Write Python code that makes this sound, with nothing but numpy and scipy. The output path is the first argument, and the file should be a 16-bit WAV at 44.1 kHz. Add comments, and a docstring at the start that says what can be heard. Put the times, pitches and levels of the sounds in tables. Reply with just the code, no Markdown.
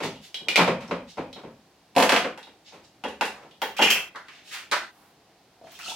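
"""A hand-cranked opener grinds, ticks and snaps through a can's rim in a small, hard-walled kitchen.
The can knocks on the counter, the opener is put down with a clatter, fingernails tap the lid, and it pops
and rattles: each blow is a chattering contact force filtered by a broad body and by ringing modes.
Fingers and metal slide as swells of tiny slips; a hand lightly taps the can, liquid splats down, then
droplets and rising bubbles trickle into the sink. Filtered noise gives steady air and a faint hum."""
import sys
import numpy as np
from scipy import signal
from scipy.fft import rfft, irfft
from scipy.io import wavfile
from scipy.ndimage import uniform_filter1d

SR = 44100
rng = np.random.default_rng(int(sys.argv[2]) if len(sys.argv) > 2 else 0)


def master_out(mix):
    """Clip the mix to full scale and print it as 16-bit PCM to the path in sys.argv[1]."""
    frames = np.transpose(np.atleast_2d(mix))
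    ceiling = np.clip(frames, -1, 1)
    pcm = np.round(ceiling * 32767).astype(np.int16)
    wavfile.write(sys.argv[1], SR, pcm)


N = 262395  # samples in the scene
SIZE = 16384  # samples in one event or impulse response
T = np.arange(SIZE) / SR
HZ = np.maximum(np.fft.rfftfreq(SIZE, 1 / SR), 1)


def undb(db):
    """Decibel law: the amplitude gain of a level in dB."""
    return 10 ** (np.asarray(db) / 20)


def unit(x):
    """Energy normalisation: scale to a sum of squares of one."""
    return x / np.sqrt(np.sum(x ** 2) + 1e-18)


def along(points, hz=HZ):
    """Logarithmic frequency scale: interpolate (Hz, value) points along it."""
    f, value = np.transpose(points)
    return np.interp(np.log(hz), np.log(f), value)


def response(db):
    """Minimum phase: the causal impulse response, by folded cepstrum, with this gain in dB at each HZ."""
    cepstrum = irfft(np.log(undb(db)))
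    cepstrum[1:SIZE // 2] *= 2
    cepstrum[SIZE // 2 + 1:] = 0
    return irfft(np.exp(rfft(cepstrum)))


def through(x, impulse):
    """Linear filtering: convolve x with an impulse response, keeping its length."""
    return signal.fftconvolve(x, impulse)[:len(x)]


def hump(hz, q):
    """Resonance: gain in dB of one damped oscillator about its centre."""
    return -10 * np.log10(1 + (q * (HZ / hz - hz / HZ)) ** 2)


def fade(t60):
    """Exponential damping: a decay of 60 dB in t60 seconds."""
    return np.exp(-np.log(1000) * T / max(t60, 1e-4))


def ringing(modes, uneven_db=2.5, detune=0.0098):
    """Modal superposition: each new point of contact slightly shifts the strength and pitch of the modes."""
    out = 0
    draws = rng.standard_normal((len(modes), 3))
    for (hz, db, t60), (bend, luck, turn) in zip(modes, draws):
        tone = np.sin(2 * np.pi * (hz * (1 + detune * bend) * T + turn))
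        swell = 1 - np.exp(-hz * T)  # builds up within about a cycle
        out = out + undb(db + uneven_db * luck) * unit(tone * swell * fade(t60))
    return out


def add(track, s, x, db):
    """Superposition: mix in one event, its level being its energy spread over 1/40 s."""
    start = max(int(s * SR), 0)
    x = (unit(x) * undb(db) * np.sqrt(SR / 40))[:N - start]
    track[start:start + len(x)] += x


def grains(size, rate, spread_db):
    """Shot noise: random tiny impacts, many weak and a few strong."""
    chance = rng.random(size)
    sign = rng.choice([-1, 1], size)
    strength = rng.exponential(size=size)
    return (chance < rate / SR) * sign * undb(spread_db * np.minimum(strength, 4))


def even(x, size):
    """Spectral whitening: spread a burst's energy evenly over frequency, so that it favours no pitch."""
    spectrum = rfft(x)
    power = uniform_filter1d(abs(spectrum) ** 2, size=size)
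    flat = irfft(spectrum / np.sqrt(power + 1e-12))
    return unit(flat * (T < T[SIZE // 2]))


def contact(chatter_s, chatter_db=-1):
    """Impact: one sharp push, then a dying chatter; a long chatter outweighs the push."""
    chatter_s = max(chatter_s, 1e-4)
    chatter = unit(grains(SIZE, 3000, 6.2) * np.exp(-T / chatter_s))
    force = chatter * undb(chatter_db) * np.sqrt(chatter_s / 0.0043)
    force[0] += 1
    return even(even(force, size=11), size=11)


# Reverberation time of the room: frequency_hz, t60_s
ROOM_T60 = [(120, 0.76), (400, 0.31), (1500, 0.33), (4000, 0.32), (9000, 0.31), (16000, 0.29)]
# Stereo width of the reflected sound: frequency_hz, side_minus_mid_db
ROOM_SIDE = [(80, -26.5), (170, -42.5), (350, -20.5), (700, -12.5), (1400, -7), (2800, -6), (5000, -0.5),
             (12000, -0.5)]


def kitchen(x, direct_db=-7, build_s=0.0091, early_db=0, early_s=0.012):
    """Reverberation: direct sound, early and late reflections; close microphones share bass more than treble."""
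    edges = np.r_[0, np.geomspace(100, 14000, num=13), SR]
    spectra = rfft(rng.standard_normal((2, SIZE)))
    late = 0
    for lo, hi, t60 in zip(edges, edges[1:], along(ROOM_T60, edges[1:])):
        band = irfft(spectra * ((HZ >= lo) & (HZ < hi)))
        late = late + band * fade(t60) / np.sqrt(t60)
    late = late * (1 - np.exp(-T / build_s))
    # counter and cupboards close by answer first
    early = rng.standard_normal((2, SIZE)) * np.exp(-T / early_s)
    mid, side = (even(far, size=31) + undb(early_db) * even(near, size=15)
                 for far, near in zip(late, early))
    mid[0] += undb(direct_db)
    side = through(unit(side), response(along(ROOM_SIDE)))
    return through(x, unit(mid)) + np.array([[1], [-1]]) * through(x, side)


def blows(table, body, modes, treble_hz=1500, bass_hz=550):
    """Source and filter: hard contacts excite the treble, heavy ones the bass; the modes ring on."""
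    track = np.zeros(N)
    treble = np.log2(1 + (HZ / treble_hz) ** 2) / 2  # octaves above the corner
    bass = 1 / (1 + (HZ / bass_hz) ** 2)
    for s, db, hardness, weight_db, ring_db, chatter_s in table:
        force = through(contact(chatter_s), response(hardness * treble))
        knock = through(force, response(along(body) + weight_db * bass))
        ring = through(force, ringing(modes))
        add(track, s, unit(knock) + undb(ring_db) * unit(ring), db)
    return kitchen(track, direct_db=-7)


# Spectral shape of the air noise: frequency_hz, relative_level_db
AIR_SPECTRUM = [(15, -54.5), (25, -15), (206, -8), (236, -13.5), (263, -7.5), (591, -12.5), (754, -7.5),
                (911, -14), (1160, -18), (1400, -19.5), (4030, -22.5), (5140, -24.5), (7510, -31.5),
                (16000, -39.5)]
AIR_DB, HUM_HZ, HUM_DB = -60, 760, -82.5


def hush(hum_q=60):
    """Filtered noise: steady air sound, and an appliance's narrow whirr alike in both ears."""
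    mid, side, whirr = rng.standard_normal((3, N))
    air = mid + np.array([[1], [-1]]) * through(side, response(along(ROOM_SIDE)))
    colour = unit(response(along(AIR_SPECTRUM)))
    hum = through(whirr, unit(response(hump(HUM_HZ, hum_q))))
    return undb(AIR_DB) * np.array([through(ear, colour) for ear in air]) + undb(HUM_DB) * hum


FIRM_DB, FIRM_CHATTER_S = -26, .005  # a firm knock and its chatter
DRAG_S_PER_DB = .0017  # chatter added per dB below a firm knock
CAN_RING_DB, CAN_DAMP_DB_PER_S = -3, 600  # undamped ring, and its loss per second of chatter
# The opener's crank grinds (first two rows), then the can knocks on the counter:
# start_s, level_db, hardness_db_per_octave, weight_db (bass)
CRANK_AND_CAN = [(.004, -30, 1, 1), (.036, -27, 2, 11), (.405, -45.5, -20, 13), (.468, -38.5, -19, 5),
                 (.575, -18.5, 0, -5), (.593, -15, -10, -28), (.614, -22, -.5, -15), (.677, -17.5, -2.5, 0),
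                 (.805, -40, 1, -16), (.885, -37.5, 3, 20), (.911, -23, -4, -1.5), (1.172, -35, .5, 10),
                 (1.181, -27.5, -4.5, 4), (1.36, -40.5, -1.5, 1), (1.436, -37, -2.5, 13),
                 (2.724, -44, 2.5, 1.5), (3.429, -47, 1, 6)]
# Broad response of the can: frequency_hz, gain_db
CAN_BODY = [(29, -59), (50, -16), (91, -18), (167, -7), (408, -6), (520, -1.5), (765, -7.5), (863, -6),
            (1740, -16.5), (2320, -14.5), (3760, -23), (7390, -37), (14900, -53), (16000, -66)]
# Mean modes of the can: pitch_hz, level_db, t60_s
CAN_MODES = [(128, -14, 0.12), (173.6, -1, 0.16), (238.3, -3, 0.097), (261, -0.5, 0.057),
             (395, -10.5, 0.11), (524, -10, 0.06), (610, -14, .04), (770, -6, 0.039)]


def crank_and_can():
    """Contact damping: firm contacts are crisp, gentle ones drag, and dragging damps the ring."""
    rows = []
    for s, db, hardness, weight_db in CRANK_AND_CAN:
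        chatter_s = FIRM_CHATTER_S + DRAG_S_PER_DB * max(FIRM_DB - db, 0)
        ring_db = CAN_RING_DB - CAN_DAMP_DB_PER_S * chatter_s
        rows.append((s, db, hardness, weight_db, ring_db, chatter_s))
    return blows(rows, CAN_BODY, CAN_MODES)


# Fingers and metal slide: middle_s, length_s, level_db (before a rise with length), centre_hz,
# top_db (gain approached above 8500 Hz)
RUBS = [(.038, 0.05, -33, 2670, -7.5), (.244, 0.092, -48, 3230, -1), (1.096, .067, -49, 3900, -13),
        (2.678, 0.092, -50, 3600, -21), (2.845, .033, -58.5, 4800, -19), (3.387, .17, -46, 840, -13),
        (4.342, 0.27, -50.5, 2440, -13), (4.489, .14, -46, 3250, -3), (4.536, .08, -34, 2200, -1),
        (4.584, .097, -40.5, 1880, -4), (5.003, 0.37, -57.5, 964, 15)]


def rubs(slips_per_s=2000, spread_db=2.5):
    """Stick-slip friction: a swell of tiny slips in one broad band; soft skin takes away the top."""
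    track = np.zeros(N)
    top = 1 / (1 + (8500 / HZ) ** 6)
    for middle_s, length, db, hz, top_db in RUBS:
        swell = np.sin(np.pi * np.minimum(T / length, 1)) ** 2
        band = response(1.4 * hump(hz, 1.1) + top_db * top)
        scrape = through(grains(SIZE, slips_per_s, spread_db) * swell, band)
        add(track, middle_s - length / 2, scrape, db + 10 * np.log10(1 + length / 0.2))
    return kitchen(track)


FULL_RING_DB, FULL_CHATTER_S = -10, .004  # a full snap is a ragged crack
LIGHT_RING_DB, LIGHT_CHATTER_S = 1, .0006  # a light tick is clean and rings
# Steel ticks and snaps, the opener on the rim, later small metal ticks: start_s, level_db, favoured_hz
STEEL_TICKS = [(.159, -51, 3340), (.344, -31, 3450), (.485, -22, 2500), (0.5584, -15.5, 2300),
               (.879, -53.5, 6300), (1.329, -43, 4100), (2.429, -47.5, 3850), (3.511, -54.5, 3320)]
# Broad response of the steel: frequency_hz, gain_db
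STEEL_BODY = [(100, -13), (500, 2), (1400, -6.5), (2400, -0.5), (4000, -1), (6500, -9.5), (10000, -15),
              (16000, -22)]
# Mean modes of the steel, before one region is favoured: pitch_hz, level_db, t60_s
STEEL_MODES = [(1464, 5.5, 0.11), (2410, 0, 0.065), (2564, -5, 0.023), (2760, -10, 0.1), (2970, 0.5, 0.047),
               (3234, 0, 0.028), (3380, -12, .06), (3800, -2.5, .05), (4120, -10.5, 0.1), (5250, -6, 0.047),
               (7860, -23, .03)]


def steel_ticks(crack_q=6, ring_q=3):
    """Selective modal excitation: the opener on the rim, later small metal ticks, each favour some modes."""
    track = np.zeros(N)
    full_db = max(db for _, db, _ in STEEL_TICKS)
    for s, db, hz in STEEL_TICKS:
        force = undb(db - full_db) ** 2  # 1 for the loudest snap
        ring_db = LIGHT_RING_DB + force * (FULL_RING_DB - LIGHT_RING_DB)
        chatter_s = max(force * FULL_CHATTER_S, LIGHT_CHATTER_S)
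        crack = unit(response(along(STEEL_BODY) + hump(hz, crack_q) / 2))
        tone = unit(through(ringing(STEEL_MODES), response(2 * hump(hz, ring_q))))
        add(track, s, through(contact(chatter_s), crack + undb(ring_db) * tone), db)
    return kitchen(track, direct_db=-5.0, early_db=-1.0)


LANDING_HARDNESS, LANDING_RING_DB = 3.9, 6  # dB per octave and dB, at the first contact
OPENER_CHATTER_S, OPENER_SETTLE_S = .0034, .3
HARDNESS_LOSS, RING_LOSS_DB = 12, 16  # dB per octave and dB, lost by the settling time
# The opener is put down: start_s, level_db, weight_db (bass)
OPENER_CLATTER = [(1.952, -37.5, -2), (1.964, -13.8, 16), (1.982, -18.5, 4), (2.001, -18, 8),
                  (2.025, -16, -4), (2.093, -17.5, -17.5), (2.121, -16, -3), (2.140, -25, -14),
                  (2.163, -18.5, -18), (2.245, -25.5, -5)]
# Broad response of the opener: frequency_hz, gain_db
OPENER_BODY = [(29, -51), (50, -12), (101, -23.5), (234, -1), (450, -4.5), (507, 8), (601, -6.5), (711, -8),
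               (1180, -5), (2750, -9.5), (8540, -31.5), (11100, -34), (16000, -47)]
# Mean modes of the opener: pitch_hz, level_db, t60_s
OPENER_MODES = [(534, 3.5, 0.07), (603, -8, 0.011), (714, 9, 0.029), (733, 1, 0.19), (851, 4, 0.042),
                (1010, 0, .08), (1456, -12, 0.093), (1840, -10, 0.21), (2310, -51, 0.07), (11030, -31, .05)]


def opener_clatter():
    """Repeated impact: the opener lands and tumbles; as it settles, contacts soften and ring less."""
    rows = []
    landing_s = OPENER_CLATTER[0][0]
    for s, db, weight_db in OPENER_CLATTER:
        settled = (s - landing_s) / OPENER_SETTLE_S
        hardness = LANDING_HARDNESS - HARDNESS_LOSS * settled ** 2
        ring_db = LANDING_RING_DB - RING_LOSS_DB * settled ** .5
        rows.append((s, db, hardness, weight_db, ring_db, OPENER_CHATTER_S))
    return blows(rows, OPENER_BODY, OPENER_MODES)


DULL_RING_DB, DULL_CHATTER_S = -9.5, .0035  # fingernail taps and dull pops of the lid
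BRIGHT_WEIGHT_DB, BRIGHT_RING_DB, BRIGHT_CHATTER_S = -2.5, 2, 0.0071  # bright strikes of its rim
TICK_RING_LOSS = 1.1  # dB of ring lost per dB per octave of positive hardness
# Fingernails tap the can's lid (first two rows), then the lid flexes and pops:
# start_s, level_db, hardness_db_per_octave, weight_db (bass)
LID_TAPS_AND_POPS = [(2.376, -42, 2.5, -10), (2.47, -49, 1, 9), (3.038, -29, 2.5, 15),
                     (3.046, -31.5, -5, 0), (3.083, -40.5, 3.5, 2), (3.210, -20.5, 1, -6),
                     (3.253, -36.5, 5.5, -30), (3.618, -24, 0.5, -6.5), (3.792, -19.5, -5, -1),
                     (3.815, -21, -13, 7)]
# Bright strikes of the lid's rim, overlapping the pops in time: start_s, level_db, hardness_db_per_octave
LID_RATTLE = [(3.617, -35.5, 15), (3.767, -34, -1), (3.784, -28, -4), (3.815, -18.5, -4.5),
              (3.823, -14.3, -3), (3.873, -21, -6), (3.903, -16, .5), (3.915, -24.5, -4), (3.957, -27, -13)]
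# Broad response of the dull taps and pops: frequency_hz, gain_db
DULL_LID_BODY = [(35, -73.5), (60, -14.5), (139, -34), (172, -6.5), (323, -6), (503, 2.5), (651, -6),
                 (862, 3.5), (1310, -11), (1470, -4.5), (2840, -14), (3760, -17), (11500, -40),
                 (16000, -51.5)]
# Broad response of the bright strikes: frequency_hz, gain_db
BRIGHT_LID_BODY = [(80, -35), (240, -26), (330, -19.5), (520, -15), (1050, -13), (1550, -9), (2200, -4.5),
                   (3000, -2.5), (3700, -13.5), (5200, -11.5), (8600, -19.5), (16000, -20.5)]
# Mean modes of the lid: pitch_hz, level_db, t60_s
LID_MODES = [(2080, -6.5, .08), (2306, -11.5, 0.059), (2457, -0.5, 0.062), (2713, 6.5, 0.036),
             (2780, -1.5, 0.084), (2936, 1.5, .025), (3250, 1, 0.083), (3360, -8.5, 0.062), (5450, -15, .1),
             (6570, -14.5, .15), (7330, -18.5, 0.037), (11270, -22.5, .05)]


def lid_blows():
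    """Modal excitation: taps and dull pops hardly ring; bright rim strikes ring out unless just ticked."""
    dull = [(s, db, hardness, weight_db, DULL_RING_DB, DULL_CHATTER_S)
            for s, db, hardness, weight_db in LID_TAPS_AND_POPS]
    bright = []
    for s, db, hardness in LID_RATTLE:
        ring_db = BRIGHT_RING_DB - TICK_RING_LOSS * max(hardness, 0)
        bright.append((s, db, hardness, BRIGHT_WEIGHT_DB, ring_db, BRIGHT_CHATTER_S))
    return blows(dull, DULL_LID_BODY, LID_MODES) + blows(bright, BRIGHT_LID_BODY, LID_MODES)


SPLAT_WEIGHT_DB = -1.5
BIG_SPLAT_DB, SPLAT_RING_DB, SPATTER_S = -17, -16, 0.01  # a big splat: its level, ring and chatter
PLOP_PER_DB, SPATTER_GROWTH = .8, 0.42  # dB of ring per dB below it; power law of chatter with amplitude
# A light tap as a hand takes the can (first two rows), then liquid splats:
# start_s, level_db, hardness_db_per_octave
TAP_AND_SPLATS = [(4.149, -41, -2.5), (4.158, -36.5, 1), (4.284, -44, 2), (4.714, -28, 4),
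                  (4.720, -19, 2.5), (5.670, -53.5, 7), (5.719, -49.5, 13), (5.790, -42.5, 12)]
# Broad response to the tap and splats: frequency_hz, gain_db
SPLAT_BODY = [(35, -50), (60, -15), (146, -28), (233, -14), (553, -6), (593, -1.5), (715, -6), (1010, 0.5),
              (1090, -3), (1380, 1), (2250, -8), (3940, -13), (16000, -47)]
# Mean modes, very short: pitch_hz, level_db, t60_s
SPLAT_MODES = [(1150, -3, .003), (1650, 0, .003), (2250, -1, .003)]


def tap_and_splats():
    """Size scaling of impact: the tap and small drops are short, big splats spatter longer and ring less."""
    rows = []
    for s, db, hardness in TAP_AND_SPLATS:
        ring_db = SPLAT_RING_DB + PLOP_PER_DB * (BIG_SPLAT_DB - db)
        chatter_s = SPATTER_S * undb(db - BIG_SPLAT_DB) ** SPATTER_GROWTH
        rows.append((s, db, hardness, SPLAT_WEIGHT_DB, ring_db, chatter_s))
    return blows(rows, SPLAT_BODY, SPLAT_MODES)


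SMALL_BUBBLE_HZ, SMALL_BUBBLE_OCTAVES = 3300, 1  # middle starting pitch and its range
SMALL_BUBBLE_DB = -6  # against the flow
# Strength of the pour, before its overall trim: time_s, level_db
FLOW = [(5.62, -76), (5.634, -64), (5.734, -49.5), (5.78, -51), (5.796, -44), (5.826, -44), (5.898, -33.5),
        (5.95, -48)]


def small_bubbles(count=14):
    """Random bubble entrainment: rows (s, Hz, dB) at random times, each as loud as the flow allows."""
    times, flow_db = np.transpose(FLOW)
    when, size = rng.random((count, 2)).T
    starts = times[0] + when * (times[-1] - times[0])
    pitches = SMALL_BUBBLE_HZ * 2 ** (SMALL_BUBBLE_OCTAVES * (size - .5))
    return [(s, hz, np.interp(s, times, flow_db) + SMALL_BUBBLE_DB)
            for s, hz in zip(starts, pitches) if s < N / SR]


POUR_DB, BUBBLE_T60_S = -2, .034  # trim of the patter; decay of every bubble
# Spectral shape of the patter: frequency_hz, relative_level_db
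SPLASH = [(88, -58), (150, -13), (193, -12), (504, -34), (675, -7.5), (1140, -19.5), (1310, -11.5),
          (2060, -24.5), (2550, -4.5), (6140, -9), (16000, -30.5)]
# Large drops and bubbles: start_s, pitch_hz (at the start), level_db
BUBBLES = [(5.614, 654, -47.5), (5.643, 666, -45), (5.670, 800, -53), (5.799, 1430, -48), (5.83, 1310, -51),
           (5.860, 1320, -43), (5.882, 730, -42.5), (5.916, 890, -41.5)]


def pour(drops_per_s=1800, spread_db=3.5, glide=0.027):
    """Bubble resonance: droplets patter in the sink; trapped bubbles ring and rise in pitch."""
    flow = undb(POUR_DB + np.interp(np.arange(N) / SR, *np.transpose(FLOW), left=-120))
    patter = through(grains(N, drops_per_s, spread_db), response(along(SPLASH)))
    track = np.sqrt(N) * unit(patter) * flow
    for s, hz, db in BUBBLES + small_bubbles():
        pitch = hz * (1 + glide * np.minimum(T / BUBBLE_T60_S, 1))
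        phase = 2 * np.pi * np.cumsum(pitch) / SR
        add(track, s, np.sin(phase) * fade(BUBBLE_T60_S), db)
    return kitchen(track, direct_db=-6.0)


def scene():
    """Superposition of sources: all layers add, each struck, rubbed or poured one with its own reflections."""
    solids = steel_ticks() + opener_clatter() + crank_and_can() + lid_blows() + rubs()
    return solids + tap_and_splats() + pour() + hush()


LOW_CUT_HZ, TOP_HZ = 63, 16200
# Balance of the two microphones: frequency_hz, left_minus_right_db
LEFT_SHADE = [(300, 0.5), (3500, -0.6), (8000, -1.5), (14000, -4)]


def record(dry):
    """Band limiting: the left microphone gets less treble than the right; rumble and the very top are cut."""
    shaded = [through(x, response(sign * along(LEFT_SHADE) / 2)) for x, sign in zip(dry, (1, -1))]
    lean = signal.sosfilt(signal.butter(2, LOW_CUT_HZ, "high", fs=SR, output="sos"), shaded)
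    return signal.sosfilt(signal.ellip(10, .1, 80, TOP_HZ, fs=SR, output="sos"), lean)


dry = scene()
out = record(dry)
master_out(out)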